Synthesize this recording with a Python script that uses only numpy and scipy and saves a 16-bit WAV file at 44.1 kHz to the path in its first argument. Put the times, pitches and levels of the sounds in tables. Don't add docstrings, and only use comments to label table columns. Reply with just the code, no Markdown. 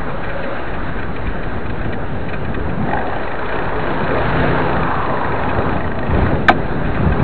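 import sys
import numpy as np
from scipy import signal
from scipy.fft import rfft, irfft, next_fast_len
from scipy.io import wavfile
from scipy.ndimage import uniform_filter1d, map_coordinates

SR = 44100
rng = np.random.default_rng(int(sys.argv[2]) if len(sys.argv) > 2 else 0)


def persist_wave(psi):
    counts = np.round(np.clip(psi, -1, 1) * 32767).astype(np.int16)
    wavfile.write(sys.argv[1], SR, np.atleast_2d(counts).T)


N = 318843

# start_s, rumble_db, buffet_db
WIND = [(0, -30.5, -30), (.6, -34, -32.5), (1, -29, -28), (2.2, -30, -28), (2.55, -30.5, -27.5),
        (2.75, -30.5, -23), (2.95, -32, -27.5), (3.4, -34, -33), (4, -28.5, -26), (4.35, -27, -23.5),
        (4.9, -33, -27.5), (5.3, -32.5, -27.5), (5.7, -27, -22), (6.02, -32, -25.5), (6.12, -19, -17),
        (6.36, -25.5, -21.5), (6.55, -31, -24.5), (6.9, -25, -23), (7.05, -19.5, -17), (7.14, -26, -22.5),
        (7.23, -28, -16)]
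# frequency_hz, density_db (per Hz)
RUMBLE_SPECTRUM = [(8, -19.5), (16, -11), (24, -1), (40, -0.5), (70, -2), (130, -15.5), (170, -32.5),
                   (290, -120)]
BUFFET_SPECTRUM = [(41, -34.5), (70, -1), (152, 1), (216, -2), (249, -2), (284, -7), (420, -8.5),
                   (550, -32.5), (920, -120)]
EDDY_DB = 1
# centre_s, peak_db, pitch_hz
THUMPS = [(1.282, -13.5, 54.6), (1.804, -15, 34.8), (2.61, -12.5, 59.6), (4.206, -13, 90),
          (5.59, -10, 89.3), (6.094, -10, 109.7), (6.148, -11.5, 155), (6.241, -7, 99), (6.334, -5, 161),
          (6.349, -12, 95), (6.652, -14, 70), (6.851, -13, 40), (7.063, -10, 70.4), (7.076, -4, 150),
          (7.093, -7, 110), (7.123, -7, 55), (7.203, -6.5, 173), (7.225, -11.5, 90)]
THUMP_CYCLES = 0.43

# start_s, roar_db, drone_db, hiss_db
ROAD = [(0, -32.5, -32.5, -33.5), (.55, -28.5, -35, -30), (.9, -31, -35, -33), (2.25, -29.5, -38.5, -35),
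        (2.7, -30, -34.5, -34), (2.95, -26, -32, -32), (3.4, -28, -30, -31), (4, -23.5, -27.5, -27.5),
        (4.2, -22, -26, -25), (4.5, -20, -28, -22.5), (4.75, -23, -24, -26.5), (4.95, -27, -22, -28.5),
        (5.1, -23.5, -26, -30), (5.25, -23.5, -26.5, -28.5), (5.65, -23, -25.5, -28.5),
        (5.95, -28.5, -32.5, -35), (6.24, -21.5, -27.5, -27), (6.48, -26.5, -36.5, -33.5),
        (6.93, -26.5, -32.5, -29), (7.23, -23.5, -27.5, -33)]
# frequency_hz, density_db (per Hz)
ROAR_SPECTRUM = [(130, -37.5), (220, -5.5), (248, 0.5), (306, 1), (421, 3), (662, 2), (900, -5),
                 (1170, -31.5), (1980, -120)]
DRONE_SPECTRUM = [(470, -30), (800, -1.5), (959, -0.5), (1300, -5.5), (1690, -35), (2860, -120)]
HISS_SPECTRUM = [(900, -32), (1200, -6), (1580, -3), (1880, -9), (2110, -13.5), (2410, -15), (2750, -17.5),
                 (3180, -23.5), (3940, -22.5), (4400, -20), (6000, -24)]

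# start_s, firing_hz, level_db (before the lift)
ENGINE = [(3.4, 33.25, -42.5), (3.8, 32.96, -32.5), (4.2, 32.37, -32.5), (4.4, 32.2, -22.5),
          (4.65, 32.4, -27), (5, 31.22, -32.5), (5.4, 31.12, -46)]
# multiple, level_db (relative)
ENGINE_ORDERS = [(2, -4.5), (3, -8), (4, -3), (5, -0.5), (8, -4), (13, -8), (15, -12)]
ENGINE_LIFT_DB = 1.5

# frequency_hz, level_db, t60_s
FRAME_MODES = [(1581, 4, 0.027), (1865, -2, 0.032), (2373, -1.5, 0.023), (2490, -4, .025),
               (2970, -12, 0.031), (3357, -14.5, 0.03), (3615, -13.5, 0.026), (3964, -16, 0.028),
               (4064, -16, 0.026)]
# centre_s, level_db (before the trim)
RATTLES = [(.0953, -23), (.2404, -17.5), (.2944, -17.5), (.433, -16), (.5591, -18), (.592, -23),
           (.675, -20), (.7387, -19.5), (.8784, -21), (.9896, -17.5), (1.0291, -15.5), (1.1632, -19),
           (1.272, -16.5), (1.296, -23), (1.378, -30), (1.435, -18.5), (1.4974, -34), (1.633, -29),
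           (1.659, -21), (1.701, -16), (1.8168, -20.5), (1.8494, -19), (1.929, -16.5), (2.2648, -25),
           (2.2882, -18), (2.3326, -14), (2.4504, -20), (2.5458, -15), (2.592, -27), (2.6918, -19.5),
           (5.492, -12.5), (6.41, -30), (6.423, -28), (6.512, -13.5), (6.7101, -21.5), (6.8444, -18),
           (6.8642, -22), (6.9127, -31), (6.949, -20), (7.1227, -12), (7.1576, -25), (7.196, -17)]
JOLT_TRIM_DB = -4.5
FAINT_DB, FAINT_RANGE_DB = -28.5, 12.5
FAINT_DULL_DB = -7
PEDALLING_S = 2.75
JOLT_LEAD_S = .006

# start_s, hold_s, pitch_hz, level_db, width_hz
HOOTS = [(0.146, .03, 536, -34, 63), (0.328, 0.18, 552, -28.5, 38), (3.449, 0.065, 440, -34, 18),
         (3.648, 0.12, 432, -31, 20)]
HOOT_RISE_S, HOOT_FALL_S = 0.14, 0.12

# start_s, tick_count
PAWL_COUNT = [(2.832, 0), (2.889, 2), (2.936, 4), (2.972, 5), (3.017, 7), (3.097, 10), (3.198, 13),
              (3.318, 16), (3.391, 18), (3.588, 24), (3.758, 29), (3.939, 34), (4.11, 39), (4.217, 42),
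              (4.766, 57), (5.062, 65), (5.4335, 75), (5.5515, 78), (5.7265, 83), (5.807, 85), (6.027, 91),
              (6.186, 95), (6.267, 97), (6.354, 99)]
# start_s, level_db
PAWL_LEVEL = [(2.83, -26), (2.97, -21.5), (3.1, -31), (3.66, -22.5), (4.5, -19.5), (5.2, -23.5), (5.9, -20),
              (6.36, -25)]
# start_s, lowest_db, middle_db, bright_db
OWN_TICKS = [(2.824, -38, -26, -31), (2.887, -33, -19, -25), (2.911, -21, -13, -27),
             (2.933, -11.5, -12.5, -20.5), (2.971, -6, -13.5, -38), (2.987, -18, -16.5, -25),
             (3.013, -14, -29, -27.5), (3.068, -22, -25, -24.5), (3.099, -30, -27, -27),
             (3.129, -27, -30, -28), (3.197, -24, -25, -30), (3.159, -24.5, -23, -20.5),
             (3.233, -25, -26, -24), (3.276, -22, -16, -27), (3.316, -17, -18, -25), (3.352, -26, -16, -28),
             (3.39, -12.5, -27, -26), (3.424, -29, -31, -29), (3.457, -26, -30, -21.5),
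             (3.49, -15, -18, -23), (3.523, -14, -22, -23), (3.557, -19, -28, -19), (3.587, -22, -14, -25),
             (3.654, -23, -24, -24), (3.724, -26, -20, -34), (3.758, -41, -17, -24.5),
             (3.938, -18, -20.5, -30), (4.005, -30, -31, -24), (4.04, -29, -29, -23),
             (4.077, -26, -25, -19), (4.108, -19.5, -16, -21.5), (4.182, -22, -25, -19),
             (4.765, -11, -14, -21), (4.832, -22, -27, -19), (4.911, -14, -19, -26),
             (5.059, -31, -22, -19.5), (5.096, -34, -17, -26), (5.17, -28, -13, -27),
             (5.245, -18, -12.5, -28), (5.32, -14, -16, -21.5), (5.434, -11, -16, -23.5),
             (5.547, -11, -16, -26), (5.584, -16, -18, -23), (5.621, -25, -24, -23),
             (5.805, -27.5, -15.5, -26.5), (5.842, -23, -15, -29), (5.876, -23, -22, -25.5),
             (5.916, -14, -17, -29), (5.953, -25, -26, -32), (5.988, -17, -21, -22), (6.028, -23, -14, -30),
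             (6.066, -30, -19, -24), (6.106, -31, -15.5, -25), (6.146, -18, -16, -23),
             (6.186, -16, -22, -23), (6.264, -12.5, -12.5, -33)]
TICK_SPREAD_DB, COLOUR_SPREAD_DB = 1.5, 2
MIDDLE_DB, BRIGHT_DB = -2, -4.5
CRACK_DB = -7.5
SOFT_S = .002

# frequency_hz, level_db, t60_s
MUDGUARD_MODES = [(755, -2, .045), (795, 0, .045), (1560, -9, .03)]
# start_s, hold_s, level_db (gain of its ring)
SHUDDER = [(2.873, 0.036, -21), (2.935, 0.054, -15), (3.037, 0.13, -23.5)]
SHAKE_RISE_S, SHAKE_FALL_S = 0.046, .03
BUZZ_DB = -7.5

# start_s, centre_hz, level_db
SING = [(4.45, 869, -40), (4.62, 933, -27), (4.75, 900, -32.5), (4.92, 1100, -32), (5.1, 1037, -26.5),
        (5.3, 1015, -34), (5.6, 830, -35.5), (5.85, 773, -49)]
SING_WIDTH_HZ = 220

# frequency_hz, level_db, t60_s, delay_s
MOUNT_MODES = [(1553, 7, .04, .0004), (1262, 3, .055, .002), (1765, 6, .035, 0), (2355, -3, .035, .001),
               (3300, -14, .045, .001), (3755, -14, .045, .001), (2630, -13, .05, .001),
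               (722, 5, .055, .0098), (765, 3, .055, .0098), (620, -9, .1, .012), (1020, -7, .09, .005),
               (346, -14, .2, .016), (248, -8, .12, .01), (190, -12, .12, .008), (840, -1, .04, .008),
               (4050, -28, .15, .003)]
KNOCK_S = 6.4842

OFFSET = -.104
EDGE_HZ, STOP_HZ = 4120, 4760
SMOOTH_HZ, TOP_HZ = 7900, 15800


def amp(db):
    return 10 ** (np.asarray(db) / 20)


def unit(x):
    return x / np.sqrt(np.mean(x ** 2) + 1e-20)


def curves(rows):
    s, *cols = np.transpose(rows)
    return [np.interp(np.arange(N) / SR, s, c) for c in cols]


def wobble(rate):
    knots = rng.standard_normal(int(N * rate / SR) + 4)
    return map_coordinates(knots, [np.arange(N) * rate / SR])


def filtered(x, response):
    m = next_fast_len(N + SR // 2)
    return irfft(rfft(x, m) * response(np.fft.rfftfreq(m, 1 / SR)), m)[:N]


def rush(spectrum, patchy_db):
    f, db = np.transpose(spectrum)
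    z = signal.stft(rng.standard_normal(N), nperseg=512)[2]
    field = uniform_filter1d(rng.standard_normal(z.shape), size=5, axis=0)
    field = uniform_filter1d(field, size=10, axis=1)
    patchy = signal.istft(z * amp(patchy_db * unit(field)), nperseg=512)[1][:N]
    return unit(filtered(patchy, lambda hz: amp(np.interp(np.log(hz + 1), np.log(f + 1), db))))


def ringing(hz, db, t60, t, attack):
    t = np.maximum(t, 0)
    envelope = amp(db - 60 * t / t60) * (1 - np.exp(-t / attack))
    return envelope * np.sin(2 * np.pi * hz * t)


def swell(start, hold, db, rise, fall):
    t = np.arange(N) / SR - start
    slope = np.maximum(-t / rise, (t - hold) / fall)
    return amp(db - 20 * np.maximum(slope, 0))


def narrow_noise(hz, width_hz):
    phase = 2 * np.pi * np.cumsum(hz * np.ones(N)) / SR
    return unit(wobble(width_hz) * np.cos(phase) + wobble(width_hz) * np.sin(phase))


def wind():
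    rumble_db, buffet_db = curves(WIND)
    lumps = wobble(25)
    rumble = unit(amp(0.45 * lumps + EDDY_DB * wobble(11)) * rush(RUMBLE_SPECTRUM, patchy_db=0.6))
    buffet = unit(amp(1.0 * lumps + 0.39 * wobble(55)) * rush(BUFFET_SPECTRUM, patchy_db=1.4))
    return amp(rumble_db) * rumble + amp(buffet_db) * buffet + thumps()


def road():
    roar_db, drone_db, hiss_db = curves(ROAD)
    coarse = wobble(30)
    roar = unit(amp(0.29 * coarse) * rush(ROAR_SPECTRUM, patchy_db=1.5))
    drone = unit(amp(0.95 * coarse) * rush(DRONE_SPECTRUM, patchy_db=0.57))
    hiss = unit(amp(0.23 * coarse + 0.76 * wobble(9)) * rush(HISS_SPECTRUM, patchy_db=1.27))
    return amp(roar_db) * roar + amp(drone_db) * drone + amp(hiss_db) * hiss


def engine():
    hz, db = curves(ENGINE)
    phase = 2 * np.pi * np.cumsum(hz * (1 + .003 * wobble(8))) / SR
    tone = np.zeros(N)
    for multiple, level_db in ENGINE_ORDERS:
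        start_phase = 2 * np.pi * rng.random()
        tone += amp(level_db + 2.2 * wobble(4.5)) * np.sin(multiple * phase + start_phase)
    return amp(db + ENGINE_LIFT_DB) * tone


def rattle():
    hz, db, t60 = np.transpose(FRAME_MODES)[..., None]
    out, t = np.zeros(N + SR), np.arange(SR // 10) / SR
    chance = rng.random((200, 2))
    faint = np.c_[chance[:, 0] * PEDALLING_S, FAINT_DB - FAINT_RANGE_DB * chance[:, 1]]
    for k, (s, level_db) in enumerate([*RATTLES, *faint]):
        is_random = k >= len(RATTLES)
        dull_db = FAINT_DULL_DB * is_random * (hz > hz[1])
        mode_db = db + dull_db + rng.normal(0, 1.4, hz.shape)
        body = ringing(hz, mode_db, t60, t, attack=0.001).sum(axis=0)
        u = t / (.011 + .014 * rng.random())
        flurry = np.sqrt(u) * np.exp(-2 * u ** 2) * rng.standard_normal(len(t))
        jolt = signal.fftconvolve(flurry, body)[:len(t)]
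        first = round(abs(s - JOLT_LEAD_S) * SR)
        out[first:][:len(t)] += amp(level_db + JOLT_TRIM_DB) * jolt / np.abs(jolt).max()
    return out[:N]


def hoot(start, hold, hz, db, width_hz):
    return swell(start, hold, db, HOOT_RISE_S, HOOT_FALL_S) * narrow_noise(hz, width_hz)


def thumps():
    t = np.arange(N) / SR
    out = np.zeros(N)
    for s, db, hz in THUMPS:
        envelope = np.exp(-((t - s) * hz / THUMP_CYCLES) ** 2)
        out += amp(db) * envelope * np.cos(2 * np.pi * hz * (t - s))
    return out


def pawl_times():
    when, count = np.transpose(PAWL_COUNT)
    return np.interp(np.arange(count[-1] + 1), count, when)


def freewheel():
    hz, db, t60 = np.transpose(FRAME_MODES)[..., None]
    out, t = np.zeros(N), np.arange(SR // 10) / SR
    times = pawl_times()
    size, *colour = rng.standard_normal((len(times), 4)).T
    usual_db = np.interp(times, *np.transpose(PAWL_LEVEL)) + TICK_SPREAD_DB * size
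    mode_db = usual_db[:, None] + [0, MIDDLE_DB, BRIGHT_DB] + COLOUR_SPREAD_DB * np.transpose(colour)
    ticks = np.c_[times, mode_db]
    for own in OWN_TICKS:
        ticks[np.argmin(np.abs(times - own[0]))] = own
    for s, lowest_db, middle_db, bright_db in ticks:
        detune, scatter = rng.standard_normal((2, len(FRAME_MODES), 1))
        upper_db = bright_db + db[2:] - db[2] + 2.6 * scatter[2:]
        levels_db = np.r_[[[lowest_db], [middle_db]], upper_db]
        ring = ringing(hz * (1 + 0.012 * detune), levels_db, t60, t, attack=SOFT_S)
        crack_gain = amp(bright_db + CRACK_DB - 60 * t / 0.014) * (1 - np.exp(-t / SOFT_S))
        crack = crack_gain * rng.standard_normal(len(t))
        out[round(s * SR):][:len(t)] += ring.sum(axis=0) + crack
    return out


def shudder():
    hz, db, t60 = np.transpose(MUDGUARD_MODES)[..., None]
    ring = ringing(hz, db, t60, np.arange(SR // 8) / SR, attack=SOFT_S).sum(axis=0)
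    times, blows = pawl_times(), np.zeros(N)
    signs = rng.choice([-1, 1], len(times))
    blows[np.round(times * SR).astype(int)] = amp(rng.normal(0, 1.4, len(times))) * signs
    buzz = amp(BUZZ_DB) * unit(signal.fftconvolve(rng.standard_normal(N), ring)[:N])
    shake = sum(swell(s, hold, db, SHAKE_RISE_S, SHAKE_FALL_S) for s, hold, db in SHUDDER)
    return signal.fftconvolve(shake * blows, ring)[:N] + shake * buzz


def sing():
    hz, db = curves(SING)
    t = np.arange(N) / SR
    passing = (t > SING[0][0]) * (t < SING[-1][0])
    return amp(db) * narrow_noise(hz, SING_WIDTH_HZ) * passing


def knock():
    hz, db, t60, delay = np.transpose(MOUNT_MODES)[..., None]
    out, t = np.zeros(N), np.arange(SR // 3) / SR
    puff_gain = amp(7.0 - 60 * t / 0.048) * (1 - np.exp(-t / 0.00051))
    puff = puff_gain * uniform_filter1d(rng.standard_normal(len(t)), size=8)
    rings = ringing(hz, db, t60, t - delay, attack=.0014)
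    out[round(KNOCK_S * SR):][:len(t)] = rings.sum(axis=0) + puff
    return out


def scene():
    surroundings = wind() + road() + engine() + sing()
    hums = sum(hoot(*row) for row in HOOTS)
    bicycle = rattle() + freewheel() + shudder() + knock()
    return (surroundings + hums + bicycle)[None]


def converter_response(hz):
    edge = 1 / (1 + (hz / EDGE_HZ) ** 44)
    return (edge + amp(-22)) / (1 + (hz / STOP_HZ) ** 60)


def smoothing_response(hz):
    return amp(-26) + (1 - amp(-26)) / (1 + (hz / SMOOTH_HZ) ** 16)


def record(dry):
    saturated = dry[0] / (1 + np.abs(dry[0] / .84) ** 5) ** (1 / 5)
    narrow = filtered(saturated, converter_response)
    clipped = np.clip(narrow + OFFSET, -1, 1) - OFFSET
    smooth = filtered(clipped, smoothing_response)
    hiss = amp(-97) * rng.standard_normal(N)
    return np.clip(filtered(smooth, lambda hz: hz < TOP_HZ) + hiss + OFFSET, -1, 1)[None]


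dry = scene()
out = record(dry)
persist_wave(out)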